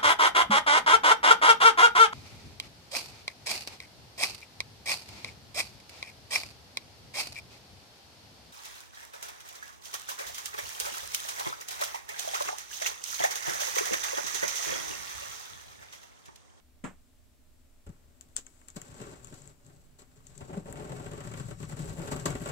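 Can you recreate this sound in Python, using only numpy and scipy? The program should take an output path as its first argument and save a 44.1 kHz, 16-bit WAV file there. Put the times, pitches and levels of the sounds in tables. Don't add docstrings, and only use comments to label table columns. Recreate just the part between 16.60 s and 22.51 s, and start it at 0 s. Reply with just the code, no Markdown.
import sys
import numpy as np
from scipy import signal
from scipy.fft import rfft, irfft
from scipy.io import wavfile
from scipy.ndimage import uniform_filter1d

SR = 44100
rng = np.random.default_rng(int(sys.argv[2]) if len(sys.argv) > 2 else 0)


def master_out(mix):
    frames = np.transpose(np.atleast_2d(mix))
    ceiling = np.clip(frames, -1, 1)
    pcm = np.round(ceiling * 32767).astype(np.int16)
    wavfile.write(sys.argv[1], SR, pcm)


N = 260631

# frequency in Hz, relative level in dB.
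FLOOR_COLOUR = [(8.8, -43), (15, 6), (48, -28), (81, -15.5), (174, -30.5), (262, -24), (512, -34),
                (610, -29.5), (770, -35), (1090, -37), (16000, -44.5)]
FLOOR_DB = -62
# frequency in Hz, width in Hz, rms level in dB.
HUMS = [(254.3, 12, -73.5), (580, 150, -91), (72.8, 15, -66.5)]
# frequency in Hz, width in Hz, rms level in dB before it drifts.
LEFT_PORT_RING = (7650, 890, -71.5)

# frequency in Hz, left and right relative level in dB.
FAR_COLOUR = [(60, -18, -22), (129, -1, -9), (191, 7.5, 9), (276, 2, -16), (370, -7, -3.5), (454, -8, -6.5),
              (700, -8.5, -5.5), (1360, -12.5, -5.5), (2230, -15, -11), (4670, -35, -31), (5700, -36, -27),
              (7700, -14, -20), (8760, -29, -38), (13000, -49, -44)]
FAR_AT_S, FAR_DB, FAR_RISE_S, FAR_T60_S = 0.2383, -37, 0.0032, .2

# start in seconds, length in seconds, pitch at both ends in Hz,
# bend at the middle in Hz, level in dB before it swells and flutters.
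SQUEAKS = [(2.18, .72, 5580, -110, -78), (4.86, .4, 5330, 270, -75)]

# frequency in Hz, width in Hz, left and right relative level in dB.
WALLS = [(51.4, 116, -6.5, -4), (72.8, 34.4, -0.5, -2.5), (93.4, 86, -0.5, -11), (143.7, 55.3, 2, -5),
         (191, 8.2, -14.5, -11)]
PANELS = [(279, 57.6, -0.5, -4.5), (323.3, 19.4, 2.5, -1.5), (410.3, 51, 3.5, -1), (479, 23.6, -1, -4.5),
          (576, 52, -1.5, 0), (748, 16.4, 0, -1), (801, 230, -10.5, -9), (949, 19, -6.5, -9)]
EDGES = [(1055, 115, 1, 2), (1163, 49, 6, -3), (1280, 18, 3.5, 3), (1388, 85, 3.5, 0), (1564, 68, 3, -3),
         (1776, 145, -3, -5.5), (2000, 98, 0, -24), (2217, 25, -17.5, 2), (2266, 190, -6, -22),
         (2510, 480, -3, -12), (3110, 1080, -7.5, -13.5), (3980, 85, -20.5, -16)]
# frequency in Hz, left and right relative level in dB.
HISS_COLOUR = [(2300, -39.5, -20), (4030, -8.5, -19), (5930, -11, -21), (6910, -3.5, -17.5),
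               (7970, 4.5, -31), (7610, -2.5, -18.5), (9280, -14, -39), (11100, -19, -37),
               (15900, -59.5, -38)]
# frequency in Hz, left and right relative level in dB.
SNAP_COLOUR = [(900, -42, -47), (1800, -30, -36), (2270, -31, -40), (3380, -23.5, -32.5), (4700, -30, -37),
               (5840, -22.5, -31), (7390, -1.5, -28), (8430, -13.5, -38), (9500, -34, -50),
               (15800, -71, -51)]
# frequency in Hz, left and right relative level in dB.
TOP_COLOUR = [(5770, -17, -27), (9200, 2.5, -5), (11050, 8.5, -14), (13800, 2.5, -10.5), (16000, -4, -19)]

# start in seconds, peak level in dB, wobble in Hz, number of swings.
KNOCKS = [(0.237, -32, 221, 2.26), (1.266, -43.5, 394, 2), (1.267, -38.5, 62, 1.13),
          (1.291, -39.5, 130, 1.22), (2.16, -36.5, 165, 2.4), (2.404, -37.5, 187, 1.5),
          (2.717, -44.5, 132.6, 3), (3.065, -48.5, 121, 2.3), (3.807, -40, 99, 1.9),
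          (3.965, -28, 191, 5.24), (4.9, -38, 139, 2.2), (5.515, -36, 153, 3.8), (5.653, -28.5, 153, 2.3),
          (5.661, -27, 1146, 5.5), (5.7, -40, 155, 3.9), (5.746, -31, 255, 4.1), (5.812, -37.5, 165, 1.9),
          (5.858, -52, 159, 2.1)]
# start in seconds, then peak level in dB of the main ring,
# of the dull part and of the top part, length in seconds.
TICKS = [(1.6103, -35, -57, -44, 0.00023), (1.7606, -41, -50, -67, 0.0012), (1.765, -16, -46, -42, 0.0009),
         (1.779, -39, -53, -53, 0.0015), (1.8651, -38.5, -49.5, -65, 0.0031), (2.014, -54, -53, -73, 0.002),
         (2.0845, -35.5, -48, -43, 0.00071), (2.101, -38.5, -72, -69, 0.0024),
         (2.1594, -40, -50, -49, 0.0011), (2.2154, -33, -44.5, -45, 0.0029), (2.645, -36, -51, -47, 0.0023),
         (2.671, -41.5, -49, -54, 0.0016), (2.819, -42, -57, -72, 0.0017), (2.8754, -37, -67, -52, 0.0011),
         (3.0643, -48, -79, -73, 0.0027), (3.668, -41, -73, -56, 0.0022), (3.777, -38.5, -77, -56, 0.0035),
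         (4.126, -34.5, -44, -36, 0.00062), (5.658, -23, -24.5, -55, 0.00056),
         (5.7037, -30, -41, -54, 0.0011)]
# start in seconds, tape peak level in dB,
# weight on the board in dB against the tape, length in seconds.
JERKS = [(1.263, -54.5, 11, 0.011), (1.291, -50.5, -4, 0.0039), (1.78, -38, -12, 0.0071),
         (2.1625, -39, 1.5, 0.0072), (2.28, -52, 1, 0.0062), (2.412, -46, 6.5, 0.012),
         (2.468, -48, 7, 0.0058), (2.517, -55, 12, 0.019), (2.724, -52, 12, 0.0039),
         (2.738, -46.5, -11, 0.01), (3.385, -50, -3, 0.022), (3.417, -51, -0.5, 0.007),
         (3.804, -51, 13.5, 0.016), (3.89, -61.5, 25, 0.021), (3.927, -53, 20, 0.018),
         (3.969, -59, 24.5, .007), (5.4745, -42.5, 6.5, 0.008), (5.512, -33.5, 6, 0.018),
         (5.561, -36, 2, 0.0057), (5.606, -44, -10, 0.0079), (5.655, -23.5, -1, 0.0068),
         (5.677, -41, 11, 0.01), (5.705, -36.5, 4, 0.0047), (5.715, -43, 6, 0.0091),
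         (5.7517, -35, 8.5, 0.0029), (5.814, -44, 10, 0.0074), (5.8575, -37, 8.5, 0.0063),
         (5.885, -38, 6, 0.014)]
# catch time in seconds, delay until it lets go in seconds,
# let-go peak level in dB, change of the drag level while stuck in dB.
RIDGES = [(4.056, 0.025, -51, -12.5), (4.171, 0.025, -48, 1), (4.222, 0.021, -49.5, 1),
          (4.296, 0.022, -45, 1.5), (4.363, 0.034, -48, -2.5), (4.443, 0.017, -46.5, -0.5),
          (4.5136, 0.019, -44, 0.5), (4.5775, 0.026, -42.5, 2), (4.648, .023, -43.5, -1.5),
          (4.714, 0.022, -42, 0), (4.773, .024, -40.5, -6), (4.884, .024, -44.5, -1.5), (5, 0.027, -44, 1),
          (5.094, .026, -45.5, -6), (5.167, 0.024, -45, -12), (5.28, 0.023, -50, -3),
          (5.37, 0.023, -46, -7)]
# time in seconds, base level in dB.
DRAG_LEVEL = [(1.32, -76), (1.45, -81.5), (1.68, -81), (2.12, -77.5), (2.2, -63), (2.3, -64), (2.42, -56),
              (2.54, -62), (2.59, -66.5), (2.73, -68.5), (2.9, -71.5), (2.97, -85.5), (3.08, -73),
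              (3.32, -84.5), (3.48, -80.5), (3.56, -74), (3.63, -77), (3.72, -69.5), (3.85, -65.5),
              (4.16, -59.5), (4.34, -57.5), (4.69, -58), (4.81, -57), (4.86, -61), (4.96, -70), (5.14, -56),
              (5.36, -54), (5.47, -51.5), (5.63, -55), (5.69, -48.5), (5.8, -57), (5.91, -48.5)]
# time in seconds, then wall boom,
# panel scrape, tape hiss and fibre crackle in dB against the base level.
PLACE = [(1.4, 9, 7, -3.5, -11), (2.1, 5.7, 3.5, 1.5, -13), (2.45, 7.1, 4, -4.5, -19),
         (2.8, 13.3, 8, 3.5, -12), (3.2, 15, 7.5, 0.5, -13), (3.75, 11, 3.5, 0, -21),
         (3.95, 13, 12, -5, -19), (4.3, 11.8, 10, -6, -17), (4.7, 13.3, 3, -5, -17.5), (5.0, 20, 4, 4, -10),
         (5.4, 14.4, 7.5, -4.5, -13.5), (5.9, 9.2, 3.5, -5, -16)]

STUCK_S, CATCH_DB, RIDGE_S = 0.057, -3, 0.0051
RIDGE_EDGE_DB, RIDGE_PANEL_DB, RIDGE_WALL_DB = 0.5, 2, -9
RIDGE_HZ, RIDGE_SWINGS = 135, 2.34
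EDGE_DB, EDGE_SHARE = -5.5, .6
ROOM_T60_S, ROOM_GAP_S = 0.12, 0.00043
TOP_HZ = 15720


def undb(db):
    return 10 ** (np.asarray(db) / 20)


def unit(x):
    return x / np.sqrt(np.mean(x ** 2))


def ring(hz, width, size=8192):
    t = np.arange(size) / SR
    fade = np.exp(-np.pi * width * t)
    return 2 * np.pi * width / SR * fade * np.sin(2 * np.pi * hz * t)


def modes(table):
    body = 0
    for k, (hz, width, left_db, right_db) in enumerate(table):
        body = body + (-1) ** k * np.outer(undb([left_db, right_db]), ring(hz, width))
    return signal.lfilter(*signal.butter(2, 38, "high", fs=SR), body)


def colour(table, size=8192):
    hz, *levels_db = np.transpose(table)
    log_hz = np.log(np.arange(size // 2 + 1) * SR / size + 1)
    gains = [undb(np.interp(log_hz, np.log(hz), db)) for db in levels_db]
    cepstrum = irfft(np.log(gains))
    cepstrum[:, 1:size // 2] *= 2
    cepstrum[:, size // 2 + 1:] = 0
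    return irfft(np.exp(rfft(cepstrum)))


def even_gain(body):
    return body / np.sqrt(np.sum(body.mean(axis=0) ** 2))


def play(force, response):
    return signal.fftconvolve(np.atleast_2d(force), response, axes=1)[:, :N]


def heard(force, body, right_lag_s, left_echo_db, right_echo_db):
    t = np.arange(int(.4 * SR)) / SR
    fade = np.exp(-2 * np.log(1000) * t / ROOM_T60_S) * (t > ROOM_GAP_S)
    wash = np.sqrt(np.abs(signal.fftconvolve(force ** 2, fade / fade.sum())[:N]))
    echoes = wash * rng.standard_normal((2, N)) * undb([[left_echo_db], [right_echo_db]])
    direct = np.array([force, np.roll(force, round(right_lag_s * SR))])
    return play(direct + echoes, body)


def walk(rate):
    k = int(SR / rate)
    steps = np.repeat(rng.standard_normal(N // k + 1), k)
    return 1.2 * uniform_filter1d(steps, k)[:N]


def place(s, index):
    table = np.array(PLACE)
    return np.interp(s, table[:, 0], table[:, index])


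def bumps():
    rows = []
    for s, delay, db, _ in RIDGES:
        rows += [(s, db + CATCH_DB), (s + delay, db)]
    return rows


def add(force, s, db, push, body):
    peak = np.abs(signal.fftconvolve(push, body.mean(axis=0)[:2048])).max()
    part = force[int(s * SR):][:len(push)]
    part += (undb(db) * push / peak)[:len(part)]


def sprays(table, bodies, paths):
    t = np.arange(4096) / SR
    forces = np.zeros((len(bodies), N))
    for s, *levels_db, length in table:
        noise = rng.standard_normal(len(t))
        x = 3 * t / max(length, 1 / SR)
        burst = (np.sign(noise) + .5 * noise) * x * np.exp(-x)
        for force, db, body in zip(forces, levels_db, bodies):
            add(force, s, db, burst, body)
    return sum(heard(force, body, *path) for force, body, path in zip(forces, bodies, paths))


def quiet():
    hz, db = np.transpose(FLOOR_COLOUR)
    noise = rng.standard_normal((2, N)) + .5 * rng.standard_normal(N)
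    air = play(noise, colour(np.transpose([hz, db, db])))
    out = undb(FLOOR_DB) * air / np.std(air.mean(axis=0))
    for hz, width, db in HUMS:
        out = out + undb(db) * unit(play(rng.standard_normal(N), ring(hz, width)[None]))
    hz, width, db = LEFT_PORT_RING
    drift = undb(db + 4.5 * walk(3.4))
    out[0] += drift * unit(play(rng.standard_normal(N), ring(hz, width)[None])[0])
    return out


def far_knock():
    t = np.maximum(np.arange(N) / SR - FAR_AT_S, 0)
    swell = (1 - np.exp(-t / FAR_RISE_S)) * np.exp(-np.log(1000) * t / FAR_T60_S)
    noise = rng.standard_normal(N) + 1.3 * rng.standard_normal((2, N))
    return play(noise * swell, undb(FAR_DB) * even_gain(colour(FAR_COLOUR)))


def squeak():
    t, out = np.arange(N) / SR, 0
    waver_hz, flutter = 17 * walk(120), undb(3.5 * walk(40))
    for s, length, hz, bend_hz, db in SQUEAKS:
        arch = np.sin(np.pi * np.clip((t - s) / length, 0, 1))
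        phase = 2 * np.pi * np.cumsum(hz + bend_hz * arch + waver_hz) / SR
        tone = np.sin(phase + np.array([[0], [1]]))
        out = out + np.sqrt(2) * undb(db) * arch * flutter * tone
    return out


def knocks():
    body = modes(WALLS) + undb(-1) * modes(PANELS) + undb(-20.0) * modes(EDGES)
    force = np.zeros(N)
    ridges = [(s, db + RIDGE_WALL_DB + place(s, index=1), RIDGE_HZ, RIDGE_SWINGS) for s, db in bumps()]
    for s, db, hz, swings in list(KNOCKS) + ridges:
        t = np.arange(int(max(swings, .5) / hz * SR)) / SR
        push = np.sin(2 * np.pi * hz * t) * np.sin(np.pi * t / t[-1])
        add(force, s, db, push, body)
    return heard(force, body, 0.000093, -8, -8.5)


def ticks():
    # right lag in seconds, left echo in dB, right echo in dB.
    paths = [(.00048, -12, 7), (.00048, -12.5, -7), (.00048, -26, 6)]
    return sprays(TICKS, [colour(SNAP_COLOUR), modes(EDGES), colour(TOP_COLOUR)], paths)


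def jerks():
    rows = []
    for s, db, weight_db, length in JERKS:
        rows.append((s, db, db + EDGE_DB + EDGE_SHARE * weight_db, db + weight_db, length))
    for s, db in bumps():
        panel_db = db + RIDGE_PANEL_DB + place(s, index=2)
        rows.append((s, db, db + RIDGE_EDGE_DB, panel_db, RIDGE_S))
    tape = colour(HISS_COLOUR) + undb(-24.5) * colour(TOP_COLOUR)
    # right lag in seconds, left echo in dB, right echo in dB.
    paths = [(.00048, -6.0, 8.0), (0.00051, 0, 1.0), (0.00038, -4.0, -9)]
    return sprays(rows, [tape, modes(EDGES), modes(PANELS)], paths)


def slips(per_s, spread_db):
    pushes = (rng.random(N) < per_s / SR) * rng.standard_normal(N)
    size_db = spread_db * np.minimum(rng.exponential(size=N), 4.5)
    return unit(pushes * undb(size_db))


def drag():
    t = np.arange(N) / SR
    level_db = np.interp(t, *np.transpose(DRAG_LEVEL), left=-120)
    for s, _, _, hush_db in RIDGES:
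        stuck = np.interp(t, [s - STUCK_S, s - STUCK_S / 4, s], [0, 1, .5], right=0)
        level_db = level_db + hush_db * stuck
    grip = walk(130)
    boom_db, scrape_db, hiss_db, crackle_db = [place(t, index=k) for k in (1, 2, 3, 4)]
    # level in dB, body, slips per second, spread in dB, grip swing in dB,
    # right lag in seconds, left echo in dB, right echo in dB.
    layers = [(boom_db, modes(WALLS), 890, 1.15, 1.65, .0001, -27, -15),
              (scrape_db, modes(PANELS), 3577, 0.8, 1.87, 0.00033, -5.5, -2.5),
              (0, modes(EDGES), 2030, 2.86, 1.76, 0.00045, -3.5, -0.5),
              (hiss_db, colour(HISS_COLOUR), 3543, 2.52, 2.9, .00048, -4.0, 9.0),
              (crackle_db, colour(TOP_COLOUR), 4870, 1.7, 4.9, .00048, -10, 8.5)]
    out = 0
    for db, body, per_s, spread_db, grip_db, *path in layers:
        force = undb(level_db + db + grip_db * grip) * slips(per_s, spread_db)
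        out = out + heard(force, even_gain(body), *path)
    return out


def scene():
    return drag() + jerks() + ticks() + knocks() + squeak() + far_knock() + quiet()


def record(dry):
    return signal.sosfilt(signal.ellip(12, .2, 90, TOP_HZ, fs=SR, output="sos"), dry)


dry = scene()
out = record(dry)
master_out(out)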